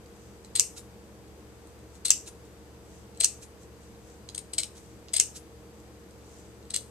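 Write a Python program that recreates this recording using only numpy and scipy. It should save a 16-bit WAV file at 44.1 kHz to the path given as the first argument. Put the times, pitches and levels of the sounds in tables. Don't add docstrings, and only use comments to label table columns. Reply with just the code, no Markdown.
import sys
import numpy as np
from scipy import signal
from scipy.fft import rfft, irfft, next_fast_len
from scipy.io import wavfile
from scipy.ndimage import uniform_filter1d

SR = 44100
rng = np.random.default_rng(int(sys.argv[2]) if len(sys.argv) > 2 else 0)


def persist_wave(psi):
    counts = np.round(np.clip(psi, -1, 1) * 32767).astype(np.int16)
    wavfile.write(sys.argv[1], SR, np.atleast_2d(counts).T)


def amplitude_ratio(level_db):
    exponent = np.asarray(level_db, float) / 20
    return 10 ** exponent


N = 304686
PAD = next_fast_len(N + SR // 2)
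HZ = np.maximum(np.arange(PAD // 2 + 1) * SR / PAD, 1)

# pitch_hz, rms_db, left_re_right_db
FAN_LINES = [(55, -64.5, -1), (72.7, -56, -0.5), (115.9, -60.5, 0.5), (119.1, -66.5, 3.5), (465.9, -60, -1)]
# pitch_hz, width_hz, level_db
ROOM_MODES = [(32, 23, -10.5), (101, 30, -10.5), (174, 13, -1.5), (204.4, 16, 0), (226, 17, -2.5),
              (308, 33, -2), (431.5, 41, -4.5), (460.7, 11, -0.5), (496, 23, -4), (560, 20, -20.5)]
# frequency_hz, density_db
RUMBLE_SPECTRUM = [(20, -42.5), (60, -7), (210, -9.5), (255, -15.5), (320, -8), (750, -15), (9000, -38.5),
                   (11700, -72)]
# frequency_hz, correlation
PORT_LIKENESS = [(60, 0.42), (180, 0.85), (540, 0.87), (1630, 0.083), (4890, 0.49), (14700, -0.04)]
# frequency_hz, left_re_right_db
PORT_TILT = [(60, 4.5), (180, 0), (540, 1), (1630, 2.5), (4890, 5.5), (14700, 2.5)]
RUMBLE_DB, ROOM_MODES_DB, AIR_DB, HISS_DB = -53.5, -47, -75.5, -64
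# pitch_hz, width_hz, rms_db
WHINES = [(4800, 100, -79), (7960, 49, -80)]

# frequency_hz, t60_s
ROOM_T60 = [(1000, 0.17), (2700, 0.27), (4200, 0.2), (6500, 0.31), (9500, 0.18), (14000, 0.45)]
ROOM_GAP_S, ROOM_RISE_S = 0.0048, 0.0014
MOVES_S = [0, 1.3, 2.8, 4.0, 4.45, 4.95, 6.0, 7]
# peak_hz, peak_width_hz, dip_hz, dip_width_hz
LEFT_PORT = (7850, 900, 6500, 2380)
RIGHT_PORT = (6220, 972, 12500, 8600)
# peak_hz, peak_width_hz, dip_hz, dip_width_hz
LEFT_AROUND = (8270, 1803, 5470, 5910)
RIGHT_AROUND = (6220, 930, 13000, 9000)
LEFT_LAG_S, LEFT_LAG_AROUND_S = 7e-5, 6e-5

# centre_s, length_ms, level_db
PUSHES = [(.24, 170, -68.5), (.455, 23, -63), (1.68, 60, -75.5), (1.955, 52, -64.5), (2.45, 37, -73.5),
          (2.955, 110, -64.5), (3.175, 20, -69), (3.625, 34, -65), (3.86, 130, -70), (4.10, 99, -64),
          (4.87, 130, -67.5), (5.80, 30, -71.5), (6.36, 180, -62.5)]
FUR_REST_DB = -71.5
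# pitch_hz, width_hz, level_db
FUR_MODES = [(3460, 1800, -1), (7200, 1800, -2), (12000, 4300, -16)]
# start_s, level_db, pitch_hz, decay_ms
KNOCKS = [
    (.5975, -40, 1100, 3),
    (0.765, -52, 1400, 12),
    (2.1055, -38.5, 820, 3),
    (2.275, -57, 1380, 14),
    (3.207, -39, 650, 10),
    (4.381, -49, 3700, 11),
    (4.585, -40, 650, 11),
    (5.140, -40, 650, 11),
    (5.2, -31, 2150, 7),
]
# centre_s, length_ms, level_db
OPENINGS = [
    (0.78, 21, -38.5),
    (2.277, 17, -38.5),
    (3.431, 20, -43.5),
    (4.775, 37, -49),
    (5.365, 22, -39),
]
# pitch_hz, width_hz, level_db
SLIDE_MODES = [(1390, 350, -4.5), (2560, 740, -0.5), (3870, 990, 3.5), (5600, 2400, -2), (7290, 670, 2),
               (9000, 510, -0.5), (10400, 810, -1.5), (12650, 1800, -9.5)]
# tips_touch_s, tip_db, handles_after_ms, handle_db, bounce_db
CLOSINGS = [
    (0.5967, -4, 0.38, -3, -15),
    (2.1047, -6, 0.69, 0.5, -8.5),
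    (3.2446, -5.5, 1.2, -4.5, -13),
    (5.199, -5, 0.89, -3, -13),
]
# pitch_hz, width_hz, level_db
HANDLE_MODES = [(1140, 530, -17.5), (2000, 90, -17), (2760, 350, -6), (3850, 500, -15.5), (4480, 530, -6),
                (6740, 2200, 0.5), (8000, 980, -4), (8540, 1100, -11), (8600, 420, -21.5),
                (9610, 2200, -16.5), (11700, 1200, -17.5), (13100, 1100, -19.5)]
# pitch_hz, width_hz, level_db
HANDLE_MODES_AROUND = [(1298, 830, -20), (2750, 340, -1), (4840, 1400, -5), (6400, 1800, -2.5),
                       (7800, 1300, -4), (10800, 2900, -24), (12800, 2200, -22.5)]

# centre_s, length_ms, edge_db, body_db
FIRST_BITES = [
    (0.558, 7, -15, -28.5),
    (2.0566, 4.4, -15, -26),
    (3.206, 7.2, -11.5, -30),
    (4.5863, 7.2, -13, -25),
    (5.140, 6, -11.5, -26),
    (6.7436, 7.8, -17, -28.5),
]
DRAG_AFTER_S, DRAG_MS, DRAG_EDGE_DB, DRAG_BODY_DB = 0.0135, 11.5, -13, -9
# centre_s, length_ms, edge_db, body_db
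BITES = [(0.5545, 2.2, -19, -35), (0.5628, 2.8, -13, -30), (0.591, 8, -26.5, -37),
         (2.0535, 5.4, -15, -30.5), (2.0625, 1.7, -12, -33), (2.0832, 4.6, -17, -30.5),
         (2.099, 8.4, -29, -36), (3.2113, 1, -8.5, -18), (3.2376, 8.6, -17, -23.5), (4.2902, 2.3, -31, -34),
         (4.349, 3.5, -20, -35), (4.3802, 3.5, -18, -34.5), (4.537, 5, -20, -31.5), (4.5825, 1, -14, -23),
         (4.6045, 4, -24, -58), (4.6342, 3.5, -17.5, -27), (4.6418, 2.4, -33, -48),
         (5.1348, 1.4, -15.5, -36), (5.1672, 6.4, -9, -24), (5.184, 2.5, -21, -26.5),
         (6.7063, 4.3, -26, -37), (6.7632, 3.2, -11, -28.5)]
# time_s, edge_db
THREADS = [(0.577, -23), (0.5867, -34), (2.0954, -24.5), (3.2172, -24), (4.397, -41.5), (4.5531, -39),
           (4.6257, -37.5), (5.127, -36), (5.196, -17), (6.7017, -40), (6.7546, -33), (6.757, -31),
           (6.7687, -32), (6.782, -32), (6.789, -35)]
THREAD_MS, THREAD_BODY_DB = 1.1, -10
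CATCH_BEFORE_S, CATCH_EDGE_DB, CATCH_BODY_DB = 0.014, -7, -11
# time_s, edge_db, body_re_edge_db
TICKS = [(0.06, -50, -4), (0.4465, -39, -5.5), (1.2794, -49.5, -11.5), (1.6711, -41.5, -15.5),
         (1.7903, -48, -10.5), (1.953, -41, -15.5), (2.4511, -46.5, -15), (3.147, -52, -2.5),
         (3.1732, -36, -10.5), (3.632, -44, -17), (3.8342, -49, -12), (3.948, -60, 4), (5.0835, -58.5, 17),
         (5.0905, -53.5, 4), (5.7994, -56, -5), (6.1085, -43, -16.5), (6.2444, -57, -6), (6.2687, -50, -10),
         (6.627, -55, 0), (6.652, -48, -8)]
# pitch_hz, width_hz, level_db
EDGE_MODES = [(7660, 1200, -9.5), (8325, 300, 4), (9730, 1100, -6), (11700, 1800, -13), (13200, 2200, -17)]
# pitch_hz, width_hz, level_db
BODY_MODES = [(1450, 850, -17.5), (2130, 400, -9), (2930, 400, -5.5), (3440, 290, -3), (4116, 220, 5),
              (4860, 520, -1.5), (5105, 600, -4), (6200, 1000, -10.5), (6930, 1000, -12.5)]
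TIPWARD = [0.42, -0.26, .1, 1.3, .3, 1.1, .5]
TIP_GAIN_DB = [-1.5, 2, 2.5, 3, -2.5, 3, 2.5, 0, -0.3]


def at_hz(points):
    hz, value = np.array(points).T
    return np.interp(np.log(HZ), np.log(hz), value)


def through(x, response):
    return irfft(rfft(x, PAD) * response, PAD)[..., :N]


def rms_one(x):
    return x / np.sqrt(np.mean(x ** 2) + 1e-20)


def resonances(modes):
    h = 0
    for k, (hz, width, db) in enumerate(modes):
        damping = 1j * HZ * width
        h = h + (-1) ** k * amplitude_ratio(db) * damping / (hz ** 2 - HZ ** 2 + damping)
    return h / np.sqrt(np.mean(abs(h) ** 2))


def humps(rows, steep):
    out, t = np.zeros(N), np.arange(N) / SR
    for s, ms, db in rows:
        near = slice(max(int((s - ms / 400) * SR), 0), int((s + ms / 400) * SR))
        distance = abs((t[near] - s) / (ms / 2000))
        out[near] += amplitude_ratio(db) * np.exp(-np.log(2) * distance ** steep)
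    return out


def grains(per_s, spread_db):
    size = amplitude_ratio(spread_db * np.minimum(rng.exponential(1, N), 4))
    return rms_one(size * rng.choice([-1, 1], N) * (rng.random(N) < per_s / SR))


def evened(x, share):
    power = uniform_filter1d(uniform_filter1d(x ** 2, size=30), size=30)
    return rms_one(x / (power + 0.00073) ** (np.clip(share, 0, 1) / 2))


def electronics():
    whine = sum(amplitude_ratio(db) * resonances([(hz, width, 0)]) for hz, width, db in WHINES)
    return through(rng.standard_normal((2, N)), amplitude_ratio(HISS_DB) + whine)


def fan():
    t, lines = np.arange(N) / SR, 0
    for hz, db, pan in FAN_LINES:
        balance = amplitude_ratio([[pan / 2], [-pan / 2]])
        lines = lines + amplitude_ratio(db) * np.sqrt(2) * balance * np.sin(2 * np.pi * (hz * t + rng.random()))
    alike = np.clip(at_hz(PORT_LIKENESS), 0, 0.99)
    lean = amplitude_ratio(at_hz(PORT_TILT) / 2)
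    mid, side = rfft(rng.standard_normal((2, PAD)))
    pair = np.sqrt(1 + alike) * mid + np.sqrt(1 - alike) * side * [[1], [-1]]
    pair = pair * [lean * np.exp(-2j * np.pi * HZ * 6e-5), 1 / lean] / np.sqrt(2)
    broad = amplitude_ratio(at_hz(RUMBLE_SPECTRUM))
    rumble = amplitude_ratio(RUMBLE_DB) * broad / np.sqrt(np.mean(broad ** 2))
    standing = amplitude_ratio(ROOM_MODES_DB) * abs(resonances(ROOM_MODES)) ** 1.565 / 8
    return lines + irfft(pair * np.hypot(rumble, standing), PAD)[:, :N]


def room(x, gap_s, wall_s, wall_db):
    t = np.arange(round(0.4 * SR)) / SR
    hz, t60 = np.array(ROOM_T60).T
    edges, tails = np.geomspace(600, 16000, 10), 0
    common = rng.standard_normal((len(MOVES_S), 1, len(t)))
    own = rng.standard_normal((len(MOVES_S), 2, len(t)))
    for k, (low, high) in enumerate(zip(edges, edges[1:])):
        sos = signal.butter(2, [low, high], "band", fs=SR, output="sos")
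        alike = np.clip(1 - low / 7000, 0, 1)
        noise = signal.sosfilt(sos, np.sqrt(alike) * common + np.sqrt(1 - alike) * own)
        decay = amplitude_ratio(-60 * t / np.interp(np.log(low * high) / 2, np.log(hz), t60))
        tails = tails + (-1) ** k * amplitude_ratio(-2.0) * noise * decay
    onset = 1 / (1 + np.exp(-(t - gap_s) / ROOM_RISE_S))
    walls = amplitude_ratio(wall_db) * np.exp(-((t - wall_s) / 0.0063) ** 2)
    shape = onset * (1 + walls + amplitude_ratio(-3) * np.exp(-t / 0.017))
    out = np.zeros((2, N + len(t)))
    for start, end, tail in zip(MOVES_S, MOVES_S[1:], tails):
        first = int(start * SR)
        wet = signal.fftconvolve(x[None, first:int(end * SR)], tail * shape, axes=1)
        out[:, first:first + wet.shape[1]] += wet
    return out[:, :N]


def ports(x, left, right, lag_s):
    def port(peak_hz, peak_width, dip_hz, dip_width):
        dip = 1 - (HZ / dip_hz) ** 2 + 1j * HZ * dip_width / dip_hz ** 2
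        peak = 1 - (HZ / peak_hz) ** 2 + 1j * HZ * peak_width / peak_hz ** 2
        return dip / peak
    lag = np.exp(-2j * np.pi * HZ * lag_s)
    return through(x, np.array([port(*left) * lag, port(*right)]))


def rustling():
    level = amplitude_ratio(-8.5) * (amplitude_ratio(FUR_REST_DB) + humps(PUSHES, steep=1.8))
    fibres = np.array([grains(9000.0, spread_db=5.5), grains(9000.0, spread_db=4.5)])
    return through(level * fibres, resonances(FUR_MODES))


def knocking():
    out, t = np.zeros(N), np.arange(round(0.06 * SR)) / SR
    for s, db, hz, ms in KNOCKS:
        envelope = (1 - np.exp(-t / 0.00095)) * np.exp(-1000 * t / ms)
        out[round(s * SR):][:len(t)] += amplitude_ratio(db) * np.sin(2 * np.pi * hz * t) * envelope
    return out


def sliding():
    rub = grains(11000.0, spread_db=2.5) * humps(OPENINGS, steep=1.44)
    return amplitude_ratio(-8) * through(rub, resonances(SLIDE_MODES))


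def slamming():
    clicks = np.zeros((2, N))
    for s, tip_db, ms, hit_db, bounce_db in CLOSINGS:
        meet_s = s + ms / 1000
        clicks[:, round(meet_s * SR)] = amplitude_ratio(hit_db)
        clicks[0, round((meet_s + 0.0021) * SR)] = -amplitude_ratio(bounce_db + 1.0)
    colours = np.array([resonances(HANDLE_MODES), resonances(HANDLE_MODES_AROUND)])
    return amplitude_ratio(5) * through(clicks, colours)


def blade_body(threads):
    place = np.searchsorted(np.array(MOVES_S) * SR, np.arange(N), "right") - 1
    favour = amplitude_ratio(np.outer(TIP_GAIN_DB, TIPWARD))
    modes = [(-1) ** k * amplitude_ratio(db) * np.sqrt(width) * resonances([(hz, width, 0)])
             for k, (hz, width, db) in enumerate(BODY_MODES)]
    return rms_one(np.sum(through(threads, np.array(modes)) * favour[:, place], axis=0))


def ripping():
    ticks = [(s + 0.0015, 2.2, db, db + rel) for s, db, rel in TICKS]
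    tips = [(s, 1.4, db + 4.5, db - 17.5) for s, db, *_ in CLOSINGS]
    drags = [(s + DRAG_AFTER_S, DRAG_MS, edge_db + DRAG_EDGE_DB + 10 * np.log10(ms / DRAG_MS),
              body_db + DRAG_BODY_DB) for s, ms, edge_db, body_db in FIRST_BITES]
    single = [(s, THREAD_MS, db, db + THREAD_BODY_DB) for s, db in THREADS]
    catches = [(s - CATCH_BEFORE_S, 2.2, db + CATCH_EDGE_DB, db + CATCH_BODY_DB) for s, ms, db in OPENINGS]
    rows = np.array(list(FIRST_BITES) + list(BITES) + drags + single + catches + ticks + tips)
    threads = grains(12000.0, spread_db=7.0)
    edge = evened(through(threads, resonances(EDGE_MODES)), share=0.8)
    edge = edge * humps(rows[:, [0, 1, 2]], steep=2.4)
    body = evened(blade_body(threads), share=0.35) * humps(rows[:, [0, 1, 3]], steep=1.8)
    return amplitude_ratio(-18.5) * edge, amplitude_ratio(-4.0) * body


def scene():
    edge, body = ripping()
    slam, slam_around = slamming()
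    slide = sliding()
    to_walls = amplitude_ratio(-45) * edge + amplitude_ratio(-39) * body + amplitude_ratio(-40) * slam_around + amplitude_ratio(-43) * slide
    echoes = room(to_walls, gap_s=ROOM_GAP_S, wall_s=0.0076, wall_db=2.5)
    air = amplitude_ratio(AIR_DB) * rng.standard_normal((2, N))
    near = edge + body + slam + slide + knocking() + air
    direct = ports(near, LEFT_PORT, RIGHT_PORT, LEFT_LAG_S)
    around = ports(echoes + rustling(), LEFT_AROUND, RIGHT_AROUND, LEFT_LAG_AROUND_S)
    return direct + around + fan()


def top_cut(x):
    return signal.sosfilt(signal.butter(12, 15310, fs=SR, output="sos"), x)


def record(dry):
    steep = signal.ellip(8, 0.5, 38, 14250, fs=SR, output="sos")
    last = signal.ellip(4, 0.3, 14, 15200, fs=SR, output="sos")
    clipped = np.clip(signal.sosfilt(steep, dry + electronics()), -1, 1)
    return top_cut(signal.sosfilt(last, clipped))


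dry = scene()
out = record(dry)
persist_wave(out)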